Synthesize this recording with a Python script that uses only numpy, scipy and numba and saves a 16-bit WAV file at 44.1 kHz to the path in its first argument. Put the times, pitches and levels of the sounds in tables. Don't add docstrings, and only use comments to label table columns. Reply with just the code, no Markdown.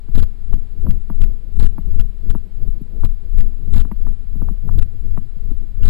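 import sys
import numpy as np
from scipy import signal
from scipy.fft import rfft, irfft, next_fast_len
from scipy.io import wavfile
from scipy.ndimage import uniform_filter1d, map_coordinates
from numba import njit

SR = 44100
rng = np.random.default_rng(int(sys.argv[2]) if len(sys.argv) > 2 else 0)


def master(y):
    cut = np.clip(np.atleast_2d(y).T, -1, 1)
    pcm = np.round(cut * 32767)
    wavfile.write(sys.argv[1], SR, pcm.astype(np.int16))


N = 260013
TIME = np.arange(N) / SR

# t/s, relative buffet level/dB, relative thud level/dB, half-width of the swing/s
STRIDES = [(0.197, -5.5, -29.5, 0.045), (0.536, -11.5, -33.5, 0.065), (0.884, -10, -22, 0.078),
           (1.221, -9, -30.5, 0.079), (1.624, -9, -24.5, 0.066), (1.955, -8.5, -22, 0.073),
           (2.317, -11.5, -29, 0.061), (2.665, -10.5, -34.5, 0.067), (3.056, -8, -32, 0.053),
           (3.41, -6.5, -30.5, 0.072), (3.757, -8.5, -22, 0.067), (4.06, -9, -30.5, 0.061),
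           (4.433, -13.5, -26, 0.11), (4.756, -7, -20.5, 0.058), (5.138, -13, -34.5, 0.063),
           (5.521, -12.5, -32.5, 0.096), (5.87, -4, -23.5, 0.05)]
# t/s, relative level/dB
WIND_LEVELS = [(0, -29.5), (.4, -28.5), (1.1, -27), (1.4, -30), (1.8, -26), (2.5, -30.5), (2.85, -27),
               (3.2, -28.5), (3.9, -26), (4.25, -25), (4.5, -22), (4.9, -24), (5.08, -15), (5.27, -24.5),
               (5.45, -27), (5.65, -32.5)]
# t/s, hold/s, pressure/full scale
OVERLOAD_EDDIES = [(.153, .008, 1.09), (.184, .016, 1.13), (.227, .006, 1.13), (.536, .001, .95),
                   (.903, .004, 1.005), (1.217, .002, 1.001), (1.235, .005, 1.006), (1.598, .009, 1.11),
                   (1.627, .016, 1.15), (1.659, .009, 1.015), (1.996, .011, 1.03), (2.303, .003, 1.06),
                   (3.049, .004, 1.1), (3.382, .001, 1.002), (3.401, .003, 1.007), (3.738, .012, 1.1),
                   (3.762, .02, 1.13), (3.800, .012, 1.06), (4.789, .003, 1.01), (4.823, .002, 1.012),
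                   (5.831, .005, 1.02), (5.855, .009, 1.12), (5.881, .008, 1.14)]
# t/s, mount level/dB, mount pitch ratio, housing level/dB, snap level/dB
CAMERA_JOLTS = [(0.083, -25, 1, -61, -55), (0.169, -10, 1.214, -70, -65),
                (0.528, -25.5, 1.01, -41.5, -30.5), (0.568, -27.5, 1.09, -78.5, -70),
                (0.864, -27, 0.95, -43, -41.5), (0.876, -11, 0.98, -78.5, -68),
                (1.097, -17.5, 1.09, -41.5, -36), (1.199, -25.5, 1.05, -69, -68.5),
                (1.564, -26, 1.05, -59.5, -51.5), (1.616, -16, 1.32, -64, -62),
                (1.779, -16.5, 1.09, -43.5, -33), (2.259, -26, 1.08, -70, -66.5),
                (2.347, -16, 1.24, -40, -38), (2.672, -28.5, 1.03, -60, -58),
                (2.808, -20.5, 1.08, -75, -70), (3.032, -14.5, 0.97, -42.5, -38),
                (3.33, -30, 1.04, -62, -59), (3.672, -26.5, 1.07, -67, -67.5),
                (3.754, -13, 1.2, -61.5, -60.5), (3.848, -24.5, 1.01, -48.5, -45),
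                (3.912, -19.5, 1.28, -42, -27), (4.065, -25, 1, -47.5, -30), (4.1, -25, 1.04, -73, -70),
                (4.352, -22.5, 1.12, -62.5, -66), (4.416, -19, 1.24, -46, -43), (4.483, -37, 1.1, -42, -49),
                (4.504, -21.5, 1.08, -66, -70), (4.688, -35, 1.02, -41.5, -36),
                (4.775, -22.5, 1.17, -62.5, -56.5), (5.172, -18.5, 1.05, -40.5, -28),
                (5.358, -33, 0.96, -75, -72), (5.509, -26, 1.38, -54.5, -51),
                (5.765, -31, 0.93, -75.5, -72.5)]
# f/Hz, level/dB, T60/s
MOUNT_MODES = [(117.1, -1, 0.1), (157.4, 3.5, .085), (192.6, 1, 0.085), (242.5, -2, 0.05),
               (350.9, -8.5, 0.028)]
HOUSING_MODES = [(506.8, -8.5, 0.017), (662.4, -0.5, 0.045), (922.7, 3.5, 0.028), (1164, -0.5, 0.033),
                 (1316, 2, 0.014), (1627.4, -13, 0.022), (2747, -15.5, 0.011), (3520, -25, 0.0051)]
# f/Hz, relative level/dB
BUFFET_SPECTRUM = [(5, -11), (12, -6), (20, -3), (32, -12), (48, -23), (80, -38.5), (160, -60), (400, -120)]
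THUD_SPECTRUM = [(25, -50), (48, -12.5), (68, 4.5), (100, -14.5), (150, -19.5), (250, -42), (500, -53.5),
                 (1500, -110)]
FLUTTER_SPECTRUM = [(60, -22), (125, 0), (180, 5), (280, -5), (400, -9.5), (700, -25), (1300, -41),
                    (4000, -71)]
HISS_SPECTRUM = [(100, -19), (400, 6), (1000, -4), (2000, -6.5), (4200, -11), (6000, -15), (9000, -18),
                 (12500, -26.5), (14000, -55)]


def buffeting(wind, swings):
    return amp(2.5) * np.hypot(wind, swings) * steady(noise(BUFFET_SPECTRUM), span_s=0.04)


def footfall_thud(wind, treads, shake_db=-15.5):
    drive = np.hypot(amp(shake_db) * wind, treads)
    return amp(4.0) * drive * steady(noise(THUD_SPECTRUM), span_s=0.012)


def flutter(swings, treads, lumps_db=3.6, lumps_hz=22):
    envelope = amp(-55) + amp(-35.5) * swings + amp(-24) * treads
    lumps = unit(map_coordinates(rng.standard_normal(400), [lumps_hz * TIME]))
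    return envelope * amp(lumps_db * lumps) * noise(FLUTTER_SPECTRUM)


def with_eddies(air, edge_s=.0095):
    churn = amp(-15) * noise(FLUTTER_SPECTRUM)
    for k, (start, hold, push) in enumerate(OVERLOAD_EDDIES):
        distance = np.maximum(start - TIME, TIME - start - hold) / edge_s
        grip = np.exp(-np.clip(distance, 0, 4) ** 3)
        eddy = (-1) ** k * push + (push - 1) * churn
        air = air + grip * (eddy - air)
    return air


def jolts():
    out, t = np.zeros(N + SR), np.arange(SR // 5) / SR
    snap_band = signal.butter(3, [950, 1950], "bandpass", fs=SR, output="sos")
    for start, mount_db, pitch, housing_db, snap_db in CAMERA_JOLTS:
        contact_s = 0.012 * amp(mount_db)
        rock = amp(mount_db - 3.0) * ring(MOUNT_MODES, t * pitch, detune=.04, attack_s=contact_s)
        clack = amp(housing_db + 5.5) * ring(HOUSING_MODES, t, detune=.03, attack_s=0.00049)
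        snap = amp(snap_db - 60 * t / 0.026) * signal.sosfilt(snap_band, rng.standard_normal(len(t)))
        out[round((start + .002) * SR):][:len(t)] += rock + clack + snap
    return out[:N]


def ring(modes, t, detune, attack_s, scatter_db=1.6):
    tones = np.zeros(len(t))
    for k, (hz, db, t60) in enumerate(modes):
        level_draw, pitch_draw = rng.standard_normal(2)
        decay = amp(db + scatter_db * level_draw - 60 * t / t60)
        tones += (-1) ** k * decay * np.sin(2 * np.pi * hz * np.exp(detune * pitch_draw) * t)
    return tones * (1 - np.exp(-t / attack_s))


def limiter(x, fall_db, fall_hz, climb_db, climb_hz):
    size, drift, jitter = rng.standard_normal((3, N))
    sizes = np.abs(1 + .28 * size)
    drift = unit(uniform_filter1d(drift, size=900))
    jitter = unit(uniform_filter1d(jitter, size=25))
    pace = np.exp(.1 * (drift + jitter))
    fall_pace, climb_pace = np.sqrt(pace) * fall_hz / SR, pace * climb_hz / SR
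    gain = limiter_gain(np.abs(x), sizes, amp(-fall_db), fall_pace, amp(climb_db), climb_pace)
    ducked = x * uniform_filter1d(gain, size=2)
    return ducked / (1 + np.abs(ducked / 1.02) ** 24) ** (1 / 24)


@njit
def limiter_gain(level, sizes, fall, fall_pace, climb, climb_pace):
    lag = 132
    gain, clock = np.ones(len(level)), 0.0
    for i in range(lag, len(level)):
        overload = level[i - lag] * gain[i - lag] - 1
        if overload >= 0:
            urge = min(1.0, .6 + overload / .2)
            clock += urge * fall_pace[i]
            step = fall ** urge
        else:
            clock += gain[i - 1] * climb_pace[i]
            step = climb ** (0.42 + 2.7 * (1 - gain[i - 1]))
        gain[i] = gain[i - 1]
        if clock >= 1:
            clock -= 1
            gain[i] = min(1.0, gain[i] * step ** sizes[i])
    return gain


def sizzle(channels, carrier_hz=12000):
    thinned = filtered(channels, lambda hz: (15 + 1j * hz) / (700 + 1j * hz))
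    return amp(-18.5) * thinned * np.cos(2 * np.pi * carrier_hz * TIME)


def hiss(level_db):
    return amp(level_db) * noise(HISS_SPECTRUM)


def swell(centre_s, half_width_s):
    return 1 / np.cosh(np.minimum(1.1 * np.abs(TIME - centre_s) / half_width_s, 20)) ** 2


def steady(x, span_s):
    power = np.abs(signal.hilbert(x, next_fast_len(N))[:N]) ** 2
    size = int(span_s * SR)
    smoothed = uniform_filter1d(uniform_filter1d(power, size), size)
    return unit(x / np.sqrt(np.abs(smoothed) + 0.00095))


def noise(spectrum):
    f, db = np.transpose(spectrum)
    white = rng.standard_normal(N)
    return unit(filtered(white, lambda hz: amp(np.interp(np.log(hz + 1), np.log(f), db))))


def filtered(x, response):
    size = next_fast_len(N + SR // 2)
    return irfft(rfft(x, size) * response(np.fft.rfftfreq(size, 1 / SR)), size)[..., :N]


def amp(db):
    return 10 ** (np.asarray(db) / 20)


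def unit(x):
    return x / np.sqrt(np.mean(x ** 2) + 1e-20)


def scene():
    wind = amp(np.interp(TIME, *np.transpose(WIND_LEVELS)))
    swings = np.sqrt(sum(amp(db) ** 2 * swell(t, width) for t, db, _, width in STRIDES))
    treads = np.sqrt(sum(amp(db) ** 2 * swell(t, half_width_s=0.058) for t, _, db, _ in STRIDES))
    rumble = buffeting(wind, swings) + footfall_thud(wind, treads)
    rumble = .88 * np.tanh(rumble / .88)
    air = rumble + flutter(swings, treads)
    pressure = with_eddies(air) + jolts() + hiss(-64.5)
    return np.array([pressure, pressure])


def record(dry):
    bass_cut_hz, top_hz = 280, 15600
    dip_db, dip_hz, width_hz = -9, 6100, 800
    left, right = [limiter(x, fall_db=0.6043, fall_hz=4101, climb_db=0.307, climb_hz=1946.5) for x in dry]
    right = filtered(right, lambda hz: 1j * hz / (bass_cut_hz + 1j * hz))
    channels = np.array([left, right])
    self_noise = np.array([hiss(-66), hiss(-66)])
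    dip = lambda hz: amp(dip_db * np.exp(-((hz - dip_hz) / width_hz) ** 2))
    return filtered(channels + sizzle(channels) + self_noise, lambda hz: dip(hz) * (hz < top_hz))


dry = scene()
out = record(dry)
master(out)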